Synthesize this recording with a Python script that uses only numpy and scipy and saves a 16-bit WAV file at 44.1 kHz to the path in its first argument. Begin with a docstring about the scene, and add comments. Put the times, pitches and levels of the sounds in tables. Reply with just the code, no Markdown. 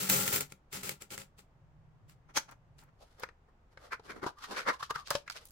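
"""Plastic balls tumble in a wire lottery cage on a desk, making its wires and stand ring, then shift
in short spills as it rocks to rest. Next, one ball is set down among others with a brief clatter.
A small cardboard box is picked up; its lid rubs and squeaks as it slides off, and the box is put down.
Last, fingernails reach for the bead bracelets inside, which click and rustle.
All of it is heard in a small quiet room, through a close stereo microphone."""
import sys
import numpy as np
from scipy import signal
from scipy.fft import rfft, irfft
from scipy.io import wavfile

SR = 44100
rng = np.random.default_rng(int(sys.argv[2]) if len(sys.argv) > 2 else 0)


def store_wav(level_fs):
    """Save 16-bit WAV to argv[1]."""
    pcm = np.round(np.clip(np.atleast_2d(level_fs), -1, 1) * 32767)
    wavfile.write(sys.argv[1], SR, pcm.T.astype(np.int16))


N = 242991
TIME = np.arange(N) / SR


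def from_db(db):
    """Turn decibels into a gain to multiply by."""
    return 10 ** (np.asarray(db) / 20)


def rms_one(x):
    """Scale a sound to an average power of one."""
    return x / np.sqrt(np.mean(x ** 2) + 1e-20)


def add(out, s, sound):
    """Mix a sound in, starting at s seconds."""
    start = int(np.clip(round(s * SR), 0, N))
    out[:, start:start + sound.shape[1]] += sound[:, :N - start]


def pan(x, left_db):
    """Make the left side louder than the right by left_db."""
    return x * from_db([[left_db / 2], [-left_db / 2]])


def noise(size, alike=0):
    """White noise at two microphones that share a part of it."""
    white = rng.standard_normal((3, size))
    return np.sqrt(alike) * white[0] + np.sqrt(1 - alike) * white[1:]


def spaced_noise(size, shared_below_hz=390):
    """Stereo noise: long waves reach both microphones alike, short ones differ."""
    hz = np.arange(size // 2 + 1) * SR / size
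    alike = 1 / (1 + (hz / shared_below_hz) ** 4)
    white = rfft(rng.standard_normal((3, size)))
    return irfft(np.sqrt(alike) * white[0] + np.sqrt(1 - alike) * white[1:], size)


def band(x, low_hz, high_hz, order=2):
    """Keep what lies between two frequencies."""
    return signal.sosfilt(signal.butter(order, [low_hz, high_hz], "band", fs=SR, output="sos"), x)


def brighten(x, treble_db, corner_hz=7000):
    """Turn the treble above the corner up or down."""
    treble = signal.sosfiltfilt(signal.butter(2, corner_hz, "high", fs=SR, output="sos"), x)
    return x + (from_db(treble_db) - 1) * treble


def resonate(x, hz, width_hz):
    """Ring at one note; the narrower the width, the longer it rings."""
    r = np.exp(-np.pi * width_hz / SR)
    feedback = [1, -2 * r * np.cos(2 * np.pi * hz / SR), r * r]
    return signal.lfilter(np.array([1, 0, -1]) * (1 - r * r) / 2, feedback, x)


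def body(x, spectrum, notes=(), size=8192):
    """Pass a sound through an object, which gives it a tone colour and ringing notes."""
    hz, db = np.transpose(spectrum)
    bins_hz = np.maximum(np.arange(size // 2 + 1) * SR / size, 1)
    gains = from_db(np.interp(np.log(bins_hz), np.log(hz), db))
    cepstrum = irfft(np.log(gains))
    colour = irfft(np.exp(rfft(2 * cepstrum[:size // 2], size)))   # nothing sounds before the hit
    response = colour + sum(from_db(level) * resonate(colour, f, width) for f, width, level in notes)
    return signal.fftconvolve(x, response[None] / np.linalg.norm(response))[:, :x.shape[1]]


def grains(size, per_s, spread_db, fall_s):
    """The flickering loudness of many tiny contacts."""
    hits = rng.random(size) < per_s / SR
    strength = from_db(spread_db * np.minimum(rng.exponential(1, size), 3))
    power = signal.lfilter([1], [1, -np.exp(-2 / (fall_s * SR))], (hits * strength) ** 2 + 1e-12)
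    return rms_one(np.sqrt(power))


def swell(fall_s, rise_share=0.92, rounding=0.37, cut_at=3.4):
    """A loudness curve with a round peak and steep ends, and the seconds it takes to peak."""
    rise_s = rise_share * fall_s
    t = np.arange(-7 * rise_s, 7 * fall_s, 1 / SR)
    distance = np.where(t < 0, t / rise_s, t / fall_s)
    fade = np.hypot(distance, rounding) - rounding
    return np.exp(-fade - (fade / cut_at) ** 4), 7 * rise_s


def shaped(x, envelope):
    """Give a noise this loudness curve and the energy that goes with it."""
    return rms_one(x * envelope) * np.sqrt(np.mean(envelope ** 2))


def hiss(size, treble_db):
    """The noise of surfaces touching: a bright band with a treble band above it."""
    bright = rms_one(band(noise(size), 2350, 5600))
    return bright + from_db(treble_db) * rms_one(band(noise(size), 6000, 12500))


# The steady air of the room. Each row: frequency in Hz, relative level in dB.
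AIR_COLOUR = [(8, -12), (20, -1.5), (70, -4), (130, -10.5), (250, -19), (500, -20.5), (900, -20.5),
              (1300, -25), (2500, -34.5), (4000, -42), (7000, -46), (10000, -56), (16000, -56.5)]
# A low rumble. Each row: time in seconds, relative level in dB.
RUMBLE_LEVELS = [(0, -74.5), (1.5, -72), (1.7, -60.5), (2.1, -60.5), (2.4, -66.5), (2.85, -62.5),
                 (3.1, -81), (5.5, -78)]

def background(air_db=-65, rumble_trim_db=-1):
    """Steady room air and a low rumble that comes and goes."""
    air = body(spaced_noise(N, shared_below_hz=670) + 0.16 * noise(N), AIR_COLOUR)
    rumble = rms_one(band(noise(N, alike=0.65), 100, 160, order=3))
    rumble_db = np.interp(TIME, *np.transpose(RUMBLE_LEVELS)) + rumble_trim_db
    return from_db(air_db) * air + from_db(rumble_db) * rumble


def room_echo(x, echo_db=-13, die_away_s=0.18, first_echo_s=0.0018, treble_hz=7000, treble_lasts=0.82):
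    """A blur of echoes from desk and walls; the treble dies sooner."""
    t = TIME[:SR // 2]
    scatter = spaced_noise(len(t)) * (t > first_echo_s)
    dull = signal.sosfiltfilt(signal.butter(1, treble_hz, fs=SR, output="sos"), scatter)
    fade_db = -60 * t / die_away_s
    tail = dull * from_db(fade_db) + (scatter - dull) * from_db(fade_db / treble_lasts)
    return from_db(echo_db) * signal.fftconvolve(x, tail / np.linalg.norm(tail[0]), axes=1)[:, :N]


# The bracelets slip in the box. Each row: peak time and fade time in seconds, level in dB, treble in dB.
BRACELET_SLIPS = [(4.842, 0.019, -50.5, -14), (5.074, 0.011, -50, -24), (5.151, .024, -46, -12),
                  (5.323, .012, -50, -8), (5.368, .011, -46.5, -13), (5.474, 0.016, -59.5, 6.5)]

def bead_slips():
    """Beads slide over card and each other in a rustle of tiny ticks."""
    out = np.zeros((2, N))
    for s, fall_s, db, treble_db in BRACELET_SLIPS:
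        shape, lead_s = swell(fall_s)
        ticks = grains(len(shape), per_s=990, spread_db=0, fall_s=0.0014) * hiss(len(shape), treble_db)
        add(out, s - lead_s, from_db(db) * shaped(ticks, shape))
    return out


# Nails, balls and beads touch. Each row: start in seconds, level in dB, treble boost in dB.
SMALL_CLICKS = [(2.096, -51, -9), (2.512, -49.5, 0), (2.79, -53.5, -16), (2.837, -57, 21),
                (3.198, -45.5, 6), (3.234, -39, -14), (4.687, -38.5, -10), (4.829, -41, -26),
                (4.907, -41, 4), (5.073, -39.5, -27), (5.082, -42, -20), (5.105, -22.5, -5),
                (5.2996, -31.5, -36), (5.309, -40, -22), (5.454, -42.5, 14), (5.507, -51, 9)]
# The notes of a bead. Each row: pitch in Hz, width in Hz, boost in dB.
BEAD_NOTES = [(4700, 380, 6.5), (6460, 200, -20), (8000, 500, -0.5)]

def clicks(fall_s=0.0028):
    """Small hard things touch with a very short, bright snap."""
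    force, t = np.zeros((2, N)), TIME[:SR // 25]
    for s, db, treble_db in SMALL_CLICKS:
        snap = rms_one(brighten(noise(len(t)), treble_db))
        add(force, s, from_db(db) * np.exp(-t / fall_s) * snap)
    colour = [(300, -8.5), (1400, 4), (3000, -4), (8000, -3.5), (16000, -0.5)]   # Hz, dB
    return pan(body(force, colour, BEAD_NOTES), left_db=-1.5)


def box_wall(x, hz, relative_width=0.23):
    """A cardboard wall rings briefly at a main note and two weaker ones, above and below it."""
    ring = resonate(x, hz, relative_width * hz)
    for ratio in 1.58, 0.66:
        ring -= from_db(-7) * resonate(x, ratio * hz, relative_width * hz)
    return rms_one(band(ring, 540, 3100))


def blow(fall_s, wall_hz, wall_db, crack_db, treble_db, thump_db, desk_hz=150, desk_fall_s=0.0091):
    """A blow on cardboard: the walls' short rattle, a crack and a low thump."""
    t = TIME[:SR // 8]
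    shape = (1 - np.exp(-t / 0.0005)) * np.exp(-t / fall_s)   # cardboard yields before it pushes back
    wall = shaped(box_wall(noise(len(t), alike=0.6), wall_hz, relative_width=0.34), shape)
    crack = shape * hiss(len(t), treble_db)
    thump = np.sin(2 * np.pi * desk_hz * t) * np.exp(-t / desk_fall_s)
    return from_db(wall_db) * wall + from_db(crack_db) * crack + from_db(thump_db) * thump


# The notes of the open box. Each row: pitch in Hz, relative level in dB, seconds to fade by 60 dB.
OPEN_BOX_NOTES = [(572, 0, 0.069), (904, -14.5, 0.074), (1206, -18, .05), (1690, -15, 0.048)]
# The box lands on one edge, then flat. Each row: start in seconds, levels of wall, ring and crack
# in dB, treble compared with the crack in dB.
BOX_LANDINGS = [(5.1089, -25, -33.5, -32.5, -3), (5.1519, -32, -27, -28, -21)]

def box_landings(fall_s=0.0058, wall_hz=1050, thump_db=-44):
    """The open box hits the desk, where it is free to ring."""
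    out, t = np.zeros((2, N)), TIME[:SR // 8]
    ring = np.sqrt(2) * sum(from_db(db - 60 * t / ring_s) * np.sin(2 * np.pi * hz * t)
                            for hz, db, ring_s in OPEN_BOX_NOTES)
    for s, wall_db, ring_db, crack_db, treble_db in BOX_LANDINGS:
        hit = blow(fall_s, wall_hz, wall_db, crack_db, treble_db, thump_db)
        add(out, s, pan(from_db(ring_db) * ring, left_db=2.5) + hit)
    return pan(out, left_db=2)


# The hollow note of the box. Each row: time in seconds, pitch in Hz.
HOLLOW_PITCHES = [(3, 635), (3.3, 470), (3.85, 558), (4.1, 364), (4.5, 346), (4.6, 530), (4.9, 442),
                  (5.15, 557)]

def hollow_note(s):
    """Pitch of the air in the box at this moment, lower while the hand clasps it."""
    return np.interp(s, *np.transpose(HOLLOW_PITCHES))


# Knocks on the held box. Each row: start in seconds, level in dB, wall pitch in Hz,
# hollow note compared with the wall in dB, thump level in dB.
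BOX_KNOCKS = [(3.234, -28, 1370, -8.5, -56), (3.288, -45.5, 1480, -9, -66), (3.773, -43.5, 1420, -7.5, -60),
              (3.921, -36.5, 1530, -23, -75), (3.996, -47.5, 830, -1, -62), (4.23, -39, 1230, 1.5, -48),
              (4.264, -29.5, 894, -1, -48), (4.675, -33, 1410, -17, -73), (4.688, -25.5, 1460, -15, -70),
              (4.827, -31, 1200, -23, -54), (4.907, -28.5, 1090, -8.5, -51),
              (4.958, -30.5, 1280, -17.5, -45.5), (5.277, -35, 1740, -29, -59)]

def box_knocks(fall_s=0.0045, hollow_fall_s=0.0043):
    """Each knock is a blow plus the hollow note of the box, cut short by the hand."""
    out, t = np.zeros((2, N)), TIME[:SR // 8]
    for s, db, wall_hz, hollow_db, thump_db in BOX_KNOCKS:
        hollow = np.sqrt(2) * np.sin(2 * np.pi * hollow_note(s) * t) * np.exp(-t / hollow_fall_s)
        hit = blow(fall_s, wall_hz, db, crack_db=db - 11.5, treble_db=-19, thump_db=thump_db)
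        add(out, s, from_db(db + hollow_db) * hollow + hit)
    return pan(out, left_db=3.5)


def card_hiss(size, db, middling_db=-52, duller_per_db=0.16):
    """Hiss of sliding card: the harder the stroke, the duller."""
    return from_db(db) * hiss(size, treble_db=-10.5 - duller_per_db * (db - middling_db))


# The tight lid squeaks. Each row: peak time and fade time in seconds, level in dB, pitch in Hz.
LID_SQUEAKS = [(4.387, .011, -54.5, 1155), (4.737, 0.016, -46, 1050), (4.807, 0.0082, -43, 1036),
               (4.833, 0.0058, -37.5, 1200), (4.908, .005, -32.5, 1126), (4.959, .008, -38, 1324),
               (4.99, 0.02, -46.5, 1160)]

def lid_squeaks(width_hz=160, wall_db=-5, hiss_db=-8):
    """The lid sticks and slips fast enough to sing one narrow, rough note."""
    out = np.zeros((2, N))
    for s, fall_s, db, hz in LID_SQUEAKS:
        shape, lead_s = swell(fall_s)
        n = len(shape)
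        note = resonate(noise(n, alike=0.5), hz, width_hz)
        note = shaped(resonate(note, hz, width_hz), shape)
        wall = from_db(wall_db) * shaped(box_wall(noise(n), hz), shape)
        slips = grains(n, per_s=1200, spread_db=-2.5, fall_s=0.0025)
        contact = shape * slips * card_hiss(n, db + hiss_db)
        add(out, s - lead_s, from_db(db) * (note + wall) + contact)
    return pan(out, left_db=-0.2)


# Fingers and lid slide on the cardboard. Each row: peak time and fade time in seconds, level in dB,
# wall pitch in Hz, then hollow note and hiss, both compared with the wall in dB.
BOX_STROKES = [(3.026, .016, -62, 840, 4, -1), (3.109, 0.067, -75, 1360, -6, 0),
               (3.204, .013, -58, 1300, 1.5, -3), (3.229, 0.0062, -50.5, 1380, -5, -2),
               (3.49, 0.0095, -68, 1130, -4, -18), (3.728, 0.012, -71, 1400, -3, -5),
               (3.847, 0.031, -58.5, 1260, 1, -4.5), (3.932, .009, -33, 1490, -15, -14.5),
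               (4.063, .018, -59, 1200, -1, -2.5), (4.107, .013, -42, 1480, -6, -10),
               (4.169, 0.023, -53.5, 1310, 2.5, -11.5), (4.24, .0095, -37, 1310, -2.5, -14.5),
               (4.275, .014, -37, 984, -14.5, -11), (4.442, .017, -44, 1280, -21, -3),
               (4.519, .018, -41.5, 1040, -3, -5.5), (4.585, 0.025, -36, 1490, -9, -6),
               (4.69, .012, -24.5, 1344, -8, -12.5), (5.129, 0.024, -46, 1140, -10, -1.5),
               (5.271, .007, -60, 1600, -8, -8), (5.367, .011, -48.5, 1440, -6, -8),
               (5.423, 0.021, -64, 1310, -1, 0.5)]

def box_rubs(hollow_width_hz=190, trim_db=-0.2):
    """Tiny sticks and slips stir the air in the box and its walls, and hiss where they touch."""
    out = np.zeros((2, N))
    for s, fall_s, db, wall_hz, hollow_db, hiss_db in BOX_STROKES:
        shape, lead_s = swell(fall_s)
        n = len(shape)
        slips = grains(n, per_s=2200, spread_db=1, fall_s=0.0023)
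        air = resonate(slips * noise(n, alike=0.32), hollow_note(s), hollow_width_hz)
        hollow = from_db(hollow_db) * shaped(band(air, 150, 800), shape)
        wall = shaped(box_wall(slips * noise(n, alike=0.18), wall_hz), shape)
        contact = shape * slips * card_hiss(n, db + hiss_db)
        add(out, s - lead_s, from_db(db) * (hollow + wall) + contact)
    return pan(from_db(trim_db) * out, left_db=1)


def box_shudder(hz=215, width_hz=90, trim_db=-7.5):
    """The same strokes shake the whole box in the hand, more so when its hollow note is low."""
    out = np.zeros((2, N))
    for s, fall_s, db, _, hollow_db, _ in BOX_STROKES:
        shape, lead_s = swell(fall_s)
        gain = from_db(db + hollow_db + trim_db) * (350 / hollow_note(s)) ** 3
        shudder = resonate(noise(len(shape), alike=0.47), hz, width_hz)
        add(out, s - lead_s, gain * shaped(shudder, shape))
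    return out


# The tone of balls bumping on the desk. Each row: frequency in Hz, relative level in dB.
HEAP_COLOUR = [(50, -22), (100, -13.5), (280, -6.5), (400, -9.5), (560, -5.5), (950, -1.5), (1400, -1.5),
               (2200, -3), (3000, -6), (4500, -5.5), (6200, -4), (7500, -10.5), (10000, -14),
               (16000, -21.5)]
# The notes of those balls and their tray. Each row: pitch in Hz, width in Hz, boost in dB.
HEAP_NOTES = [(555, 22, 2), (865, 71, 1.5), (1360, 56, 2), (2200, 65, -0.5), (2420, 45, -5.5),
              (3250, 77, -2), (4530, 56, -2.5), (5800, 75.3, -2), (6260, 280, 0.5)]
# The held ball nudges the heap. Each row: peak time and fade time in seconds, level in dB.
BALL_NUDGES = [(2.303, .011, -51.5), (2.374, 0.009, -24), (2.494, 0.0077, -46), (2.523, .009, -47),
               (2.832, .014, -56.5), (2.888, .01, -59.5)]

def ball_set_down(firm_db=-24, brighter_per_db=0.67):
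    """The ball shoves its neighbours: brief clatters that swell and die, duller when gentle."""
    force = np.zeros((2, N))
    for s, fall_s, db in BALL_NUDGES:
        shape, lead_s = swell(fall_s)
        clatter = spaced_noise(len(shape)) * grains(len(shape), per_s=2400, spread_db=1, fall_s=0.0019)
        clatter = brighten(shaped(clatter, shape), brighter_per_db * (db - firm_db), corner_hz=1900)
        add(force, s - lead_s, from_db(db) * clatter)
    return pan(body(force, HEAP_COLOUR, HEAP_NOTES), left_db=1.5)


# Balls spill over each other in the cage. Each row: start in seconds, length in seconds, level in dB.
BALL_SPILLS = [(0, 0.13, -33.5), (0.094, .15, -27.5), (0.257, 0.079, -32.5), (0.327, 0.054, -30.5),
               (0.407, 0.0055, -34.5), (0.502, 0.028, -59), (0.73, 0.044, -39), (0.787, 0.028, -46.5),
               (0.835, 0.083, -38), (1.015, .005, -45.5), (1.114, 0.033, -41.5), (1.183, .034, -46),
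               (1.385, 0.013, -55), (2.089, 0.032, -62.5), (2.785, 0.03, -60.5)]

def tumble_db(rise_db_per_s=1500, sag_db_per_s=41, fall_db_per_s=472):
    """How lively the balls are: each spill rises fast, sags while it lasts and dies away."""
    level_db = np.full(N, -140.0)
    for s, length_s, db in BALL_SPILLS:
        before = rise_db_per_s * np.maximum(s - TIME, 0)
        during = sag_db_per_s * np.clip(TIME - s, 0, length_s)
        after = fall_db_per_s * np.maximum(TIME - s - length_s, 0)
        level_db = np.maximum(level_db, db - before - during - after)
    return level_db


# The high notes of the cage wires. Each row: pitch in Hz, width in Hz, relative level in dB.
WIRE_NOTES = [(6180, 22, -6), (7330, 22, -7), (7861, 18, -10), (11971, 14, -12), (12802, 15, -1),
              (14841, 30, -10), (15203, 14, -2.5), (15234, 24, -5)]

def singing_wires(ring_db=-46, full_db=-33, steepness=2.5):
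    """The thin wires sing only while the balls tumble hard."""
    drive_db = steepness * np.minimum(tumble_db() - full_db, 6.5)
    drive = from_db(drive_db) * noise(N)
    rings = sum(from_db(db) * resonate(drive, hz, width) * np.sqrt(SR / (np.pi * width))
                for hz, width, db in WIRE_NOTES)
    return pan(from_db(ring_db) * rings, left_db=4)


# The tone of a ball hitting the cage. Each row: frequency in Hz, relative level in dB.
CAGE_COLOUR = [(50, -13), (90, -1.5), (140, 1.5), (230, -6), (500, -2.5), (750, -6), (1050, -3),
               (2000, -1.5), (3200, -2), (7500, -0.5), (10000, -2), (16000, -3)]
# The notes of the stand and wires. Each row: pitch in Hz, width in Hz, boost in dB.
CAGE_NOTES = [(147, 10, 8), (191.5, 12, 15), (261, 18, 8), (344, 14, 10.5), (405.4, 17, 11), (538.6, 33, 7),
              (836, 40, 6.5), (1298, 28, 4), (1370, 35, 8.5), (2020, 24, -1.5), (2220, 990, -9),
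              (4640, 50, -5), (7120, 14, -6), (7500, 170, 1.5), (7620, 12, -5), (8160, 57, 0),
              (9900, 9, -9), (15000, 200, 0)]
# Balls drop on the wires or on each other. Each row: start in seconds, level in dB, treble boost in dB.
BALL_DROPS = [(0.0949, -25, 8), (0.0987, -15, 5.5), (.1395, -24, 20), (.278, -21, -0.5), (0.3277, -30, 2),
              (0.339, -28.5, -18), (0.361, -22.5, 5), (.408, -23.5, 11), (0.522, -38, -0.5),
              (0.7282, -35, 1), (0.8329, -32, 9), (.893, -24.5, 0), (1.0212, -36, 2.5), (1.105, -40, 2),
              (1.178, -32, -0.5), (1.2163, -45, -12), (1.392, -51.5, -14)]

def cage(drop_fall_s=0.0023, brighter_per_db=0.1, wires_per_db=0.6, full_db=-35):
    """A dense rattle and single harder drops ring the wires and stand; livelier balls sound brighter."""
    level_db = tumble_db()
    lively_db = level_db - full_db
    rattle = spaced_noise(N) * grains(N, per_s=2400, spread_db=2, fall_s=0.0049) * from_db(level_db)
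    force = brighten(rattle, np.clip(brighter_per_db * lively_db, -4.5, 1), corner_hz=4420)
    t = TIME[:SR // 20]
    for s, db, treble_db in BALL_DROPS:
        hit = rms_one(brighten(spaced_noise(len(t)), treble_db))
        add(force, s, from_db(db) * np.exp(-t / drop_fall_s) * hit)
    # gentle contacts barely reach the highest notes of the wires
    force = brighten(force, np.clip(wires_per_db * lively_db, -6, 1), corner_hz=11300)
    return pan(body(force, CAGE_COLOUR, CAGE_NOTES), left_db=2.5)


def hollow_balls(ball_hz=2120, width_hz=380, ring_db=-9, fall_s=0.003):
    """Each ball that drops answers with the short hollow note of its shell."""
    out, t = np.zeros((2, N)), TIME[:SR // 20]
    for s, db, _ in BALL_DROPS:
        shell = resonate(noise(len(t)), ball_hz, width_hz)
        add(out, s, from_db(db + ring_db) * shaped(shell, np.exp(-t / fall_s)))
    return out


def scene():
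    """Everything on the desk, in its room."""
    balls = cage() + singing_wires() + hollow_balls() + ball_set_down()
    box = box_rubs() + lid_squeaks() + box_shudder() + box_knocks() + box_landings() + bead_slips()
    desk = balls + box + clicks()
    return desk + room_echo(desk) + background()


def record(dry, cutoff_hz=16050):
    """The very highest treble is cut off steeply."""
    return signal.sosfilt(signal.ellip(12, .2, 80, cutoff_hz, fs=SR, output="sos"), dry)


dry = scene()
out = record(dry)
store_wav(out)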